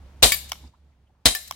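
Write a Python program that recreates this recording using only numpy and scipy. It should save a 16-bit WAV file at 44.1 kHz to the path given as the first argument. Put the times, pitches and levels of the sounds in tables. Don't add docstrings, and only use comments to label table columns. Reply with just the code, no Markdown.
import sys
import numpy as np
from scipy import signal
from scipy.fft import rfft, irfft
from scipy.io import wavfile
from scipy.ndimage import uniform_filter1d

SR = 44100
rng = np.random.default_rng(int(sys.argv[2]) if len(sys.argv) > 2 else 0)


def waveform_to_disk(signal):
    frames = np.transpose(np.atleast_2d(signal))
    scaled = np.clip(frames, -1, 1) * 32767
    samples = np.round(scaled).astype(np.int16)
    wavfile.write(sys.argv[1], SR, samples)


def invert_db(level):
    return 10 ** (np.asarray(level, dtype=float) / 20)


N = 68355
T = np.arange(N) / SR
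NEAR_SPREAD = 0.76


def unit(x):
    return x / np.sqrt(np.mean(x ** 2))


def colour(x, table):
    hz, db = np.array(table, float).T
    log_grid = np.log(np.linspace(1, SR / 2, 2049))
    cepstrum = irfft(np.interp(log_grid, np.log(hz), db) * np.log(10) / 20)
    cepstrum[1:2048] *= 2
    cepstrum[2049:] = 0
    h = irfft(np.exp(rfft(cepstrum)))
    taps = np.atleast_2d(h) if x.ndim > 1 else h
    return signal.fftconvolve(x, taps, axes=-1)[..., :N], np.sqrt(np.sum(h ** 2))


def tint(x, table):
    y, power = colour(x, table)
    return y / power


def ring(x, hz, width):
    return signal.lfilter(*signal.iirpeak(min(hz, .45 * SR), hz / width, fs=SR), x)


def body(x, peaks):
    total = 0
    for k, (hz, width, db) in enumerate(peaks):
        total = total + (-1) ** k * invert_db(db) * ring(x, hz, width) / np.sqrt(width)
    return total * np.sqrt(SR / 8)


def noise(spread):
    mid, side = rng.standard_normal((2, N))
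    side = signal.lfilter(*signal.butter(1, 900, "high", fs=SR), side)
    return (mid + spread * side * np.array([[1], [-1]])) / np.hypot(1, spread)


def fade(at, t60, rise=.0002):
    u = np.maximum(T - at, 0)
    return (1 - np.exp(-u / rise)) * invert_db(-60 * u / t60)


def walk(rate):
    k = int(SR / rate)
    return unit(uniform_filter1d(uniform_filter1d(rng.standard_normal(N), k), k))


def pistol():
    # start in seconds, blast in dB, gas flow in seconds, thump in dB, thump left over right in dB.
    shots = [
        (0.227, 1.5, 0.011, -8, 9),
        (1.2557, 8.5, 0.0057, -3, 12.5),
    ]
    # seconds after the shot, level in dB.
    slide = [
        (.012, -12),
        (.017, -16),
        (.025, -19.5),
        (0.031, -12.5),
    ]
    # frequency in Hz, level in dB per Hz.
    blast = [(88, -36), (150, -8), (759, -3.5), (1290, -11), (1530, -10.5), (3920, -4.5), (6260, -7.5),
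             (9260, -6.5), (16000, -19)]
    # frequency in Hz, width in Hz, level in dB.
    barrel = [(1884, 270, -12), (3147, 11, -7), (3844, 47, -3), (5806, 30, -9.5), (6900, 150, -11.5),
              (7500, 33, -6.5), (8910, 19, -6.5), (9070, 33, -9), (10450, 34, -19), (11926, 340, -12.5)]
    # frequency in Hz, width in Hz, level in dB.
    frame_modes = [(600, 240, -1), (1100, 300, -3.5), (297, 150, -7)]
    hammer_lead_s, hammer_db, hammer_t60_s = 0.003334, -17.5, 0.017
    blast_t60_s, rattle_db, rattle_t60_s, grain_db = 0.033, -11, .18, 2.5
    jet_hz, jet_width_hz, jet_db, jet_lag_s = 3924, 700, 2.5, 0.0012
    thump_hz, thump_t60_s, thump_rise_s = 43, 0.13, 0.005
    drop_hz, drop_s, lag_rad = 59, .02, .6
    pop_db, pop_s = 2, 0.00059

    gas, jet, knocks, rattle, low = 0, 0, 0, 0, 0
    for at, db, flow, thump_db, pan_db in shots:
        u = np.maximum(T - at, 0)
        spent = invert_db(db - 60 * np.maximum(u - flow, 0) / blast_t60_s)
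        gas = gas + spent * fade(at, 9)
        jet = jet + spent * fade(at + jet_lag_s, 9, rise=.001)
        knocks = knocks + invert_db(db) * sum(invert_db(k_db) * fade(at + lag, 0.014) for lag, k_db in slide)
        hammer = invert_db(hammer_db) * fade(at - hammer_lead_s, hammer_t60_s)
        rattle = rattle + invert_db(db) * (invert_db(rattle_db) * fade(at, rattle_t60_s) + hammer)
        turns = thump_hz * u + drop_hz * drop_s * (1 - np.exp(-u / drop_s))
        swing = np.sin(2 * np.pi * turns + np.array([[0], [lag_rad]]))
        swing = swing * fade(at, thump_t60_s, rise=thump_rise_s)
        pop = fade(at, 9) * (1 - 2 * u / pop_s) * np.exp(-u / pop_s)
        sides_db = thump_db + np.array([[pan_db], [-pan_db]]) / 2
        low = low + invert_db(sides_db) * swing + invert_db(db + pop_db) * pop

    grain = invert_db(grain_db * walk(1000))
    drive = (gas + (rattle + knocks) * grain) * noise(NEAR_SPREAD)
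    jet = invert_db(jet_db) * jet * unit(ring(noise(NEAR_SPREAD), jet_hz, jet_width_hz))
    frame = invert_db(-12.5) * body(knocks * noise(0.33), frame_modes)
    return tint(drive, blast) + invert_db(-7) * body(drive, barrel) + jet + frame, low


def pellets():
    # start in seconds, ring in dB, crack in dB.
    hits = [
        (0.3201, -15.5, -13.5),
        (1.35, -11.5, -14.5),
    ]
    # frequency in Hz, level in dB, 60 dB fall in seconds.
    sheet = [
        [(1142.6, -18, 0.089), (1770, -5.5, 0.091), (1983, -6.5, 0.053), (2263, 0.5, 0.08), (3630, -19.5, 0.1),
         (4650, -0.5, 0.077), (7403, -11.5, 0.25), (8965, -4.5, 0.14), (11440, -9, 0.13), (11900, -9, 0.13)],
        [(755, -20.5, 0.14), (1150, -19, 0.096), (1770, -3, 0.11), (4770, -2.5, 0.044), (5680, -5, 0.063),
         (7400, -8, 0.15), (10400, -10, 0.065), (12160, -7, 0.14)],
    ]
    # frequency in Hz, level in dB per Hz.
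    crack_tone = [(470, -84), (800, -36.5), (2260, -14.5), (3300, -14.5), (4570, -18), (11600, -13.5),
                  (16000, -15)]
    longest_t60_s, crack_t60_s, tick_db, tick_t60_s = .2, .11, 7, .012
    buzz_db_per_khz = 0.7648

    out = 0
    for (at, ring_db, crack_db), modes in zip(hits, sheet):
        for hz, db, t60 in modes:
            phase = rng.uniform(0, 2 * np.pi) + np.array([[0], [rng.normal(0, 0.98)]])
            level = invert_db(ring_db + db + buzz_db_per_khz * hz / 1e3 * walk(120))
            tone = np.sin(2 * np.pi * hz * T + phase)
            out = out + level * fade(at, min(t60, longest_t60_s)) * tone
        crack = fade(at, crack_t60_s) + invert_db(tick_db) * fade(at, tick_t60_s)
        out = out + invert_db(crack_db) * tint(crack * noise(0.61), crack_tone)
    return out


def trigger():
    # start in seconds, level in dB.
    resets = [
        (0.5181, -12.5),
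        (0.5297, -28),
        (0.554, -38),
        (1.5095, -9),
        (1.5222, -22),
    ]
    # frequency in Hz, width in Hz, level in dB.
    plastic = [(775, 580, -6), (1168, 300, -1), (2200, 110, -7), (3070, 240, -2), (5510, 500, -3.5),
               (7560, 570, -9.5), (9960, 450, -14.5), (11380, 510, -9), (14500, 2100, -8)]
    rub_starts = [.13, .487, .63, .635, .67, .733, .83, .915, 1.06, 1.092, 1.15, 1.472]
    # length in seconds, level in dB, centre in Hz, width in Hz.
    rubs = [(0.0095, -60, 330, 300), (0.017, -37.5, 10270, 18000), (0.05, -53, 263, 51),
            (0.018, -52, 860, 310), (0.015, -58, 4900, 900), (0.027, -49.5, 980, 290),
            (0.052, -59, 232, 130), (.03, -63, 2100, 380), (0.026, -62.5, 3000, 640), (0.02, -49, 770, 114),
            (.015, -58, 1040, 300), (0.016, -29, 21000, 20000)]
    snap_t60_s, snap_rise_s, snap_air_db = 0.013, 0.00054, -11.5

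    snaps = sum(invert_db(db) * fade(at, snap_t60_s, rise=snap_rise_s) for at, db in resets)
    drive = snaps * noise(0.68)
    out = tint(invert_db(3.5) * body(drive, plastic) + invert_db(snap_air_db) * drive, [(300, -24), (650, 0)])
    for at, (length, db, hz, width) in zip(rub_starts, rubs):
        swell = np.sin(np.pi * np.clip((T - at) / length, 0, 1))
        rough = invert_db(walk(390))
        out = out + invert_db(db) * swell * rough * unit(ring(ring(noise(.5), hz, width), hz, width))
    return out


def yard(x):
    # frequency in Hz, level in dB per Hz.
    wall_tone = [(120, -37), (200, -5), (867, -9), (1560, -15), (4350, -11.5), (11500, -2.5), (16000, -8.5)]
    # frequency in Hz, level in dB per Hz.
    tree_tone = [(200, -12), (1000, -5), (4000, -9), (7000, -6), (16000, -21)]
    walls_db, walls_t60_s, walls_gap_s = -17.5, .3, 0.013
    trees_db, trees_t60_s, trees_gap_s = -41.5, .9, 0.01

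    walls = invert_db(walls_db) * fade(walls_gap_s, walls_t60_s, rise=.004) * tint(noise(.9), wall_tone)
    trees = invert_db(trees_db) * fade(trees_gap_s, trees_t60_s, rise=0.025) * tint(noise(.9), tree_tone)
    tail = (walls + trees) / np.sqrt(SR / 100)
    return signal.fftconvolve(tint(x, [(300, -18), (1500, -2.5)]), tail, axes=-1)[:, :N]


def background():
    # frequency in Hz, level in dB per Hz.
    air_tone = [(18, -35), (30, -10.5), (81, -6), (355, -27.5), (866, -24.5), (1500, -35), (3060, -37),
                (10500, -48.5), (16000, -63.5)]
    # frequency in Hz, width in Hz, level in dB.
    engine = [(69.9, 5, 0), (143, 42, -13)]
    # time in seconds, level in dB.
    drone_levels = [(0, -47), (.05, -45.5), (.11, -53), (.15, -51), (.2, -48), (.37, -45.5), (.45, -46.5),
                    (.52, -46.5), (.55, -56), (.66, -43), (.74, -56), (.8, -49), (.84, -43), (.98, -54),
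                    (1.02, -44), (1.2, -57), (1.45, -47), (1.55, -49)]
    air_db, flicker_db, swell_db, spread_hz = -53.5, 2, 1.5, 1300

    air, swell = 0, walk(1.6)
    hz, db = np.array(air_tone).T
    for f in 35 * 2 ** np.arange(0, 9, .5):
        level_db = np.interp(np.log(f), np.log(hz), db) + swell_db * swell + flicker_db * walk(20)
        air = air + invert_db(level_db) * ring(noise(min(f / spread_hz, 1)), f, f / 3)
    (firing_hz, wander_hz, _), (over_hz, over_width_hz, over_db) = engine
    pitch = firing_hz + wander_hz / 2 * walk(36)
    firing = np.sqrt(2) * np.sin(2 * np.pi * np.cumsum(pitch) / SR)
    overtone = unit(ring(ring(noise(.2), over_hz, over_width_hz), over_hz, over_width_hz))
    drone = firing + invert_db(over_db) * overtone
    return invert_db(air_db) * unit(air) + invert_db(np.interp(T, *np.array(drone_levels).T)) * drone


def scene():
    shot, thump = pistol()
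    loud, small = shot + pellets(), trigger()
    return loud + small + yard(loud + invert_db(-1.5) * small) + thump + background()


def top_cut(x):
    return signal.sosfilt(signal.butter(12, 16850, fs=SR, output="sos"), x)


def record(dry):
    # time in seconds, level in dB.
    gain_steps = [
        (0, -1.5),
        (.22, 0),
        (.675, -2),
        (.71, -11),
        (1.2, -14),
        (1.55, -7.5),
    ]
    # frequency in Hz, level in dB.
    right_port = [(100, 2), (3000, 0), (6000, -1.5), (9000, -10.5), (11000, -17), (12600, -31.5),
                  (14500, -14.5), (16000, -16)]
    clip_level, hiss_db, top_hz = 0.58, -77, 16000

    gain = invert_db(np.interp(T, *np.array(gain_steps).T))
    x = dry * gain
    x = x / (1 + np.abs(x / clip_level) ** 6) ** (1 / 6)
    x = np.array([x[0], colour(x[1], right_port)[0]])
    x = x + gain * invert_db(hiss_db) * rng.standard_normal((2, N))
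    x = signal.sosfilt(signal.ellip(8, .2, 70, top_hz, fs=SR, output="sos"), x)
    return top_cut(x)


dry = scene()
out = record(dry)
waveform_to_disk(out)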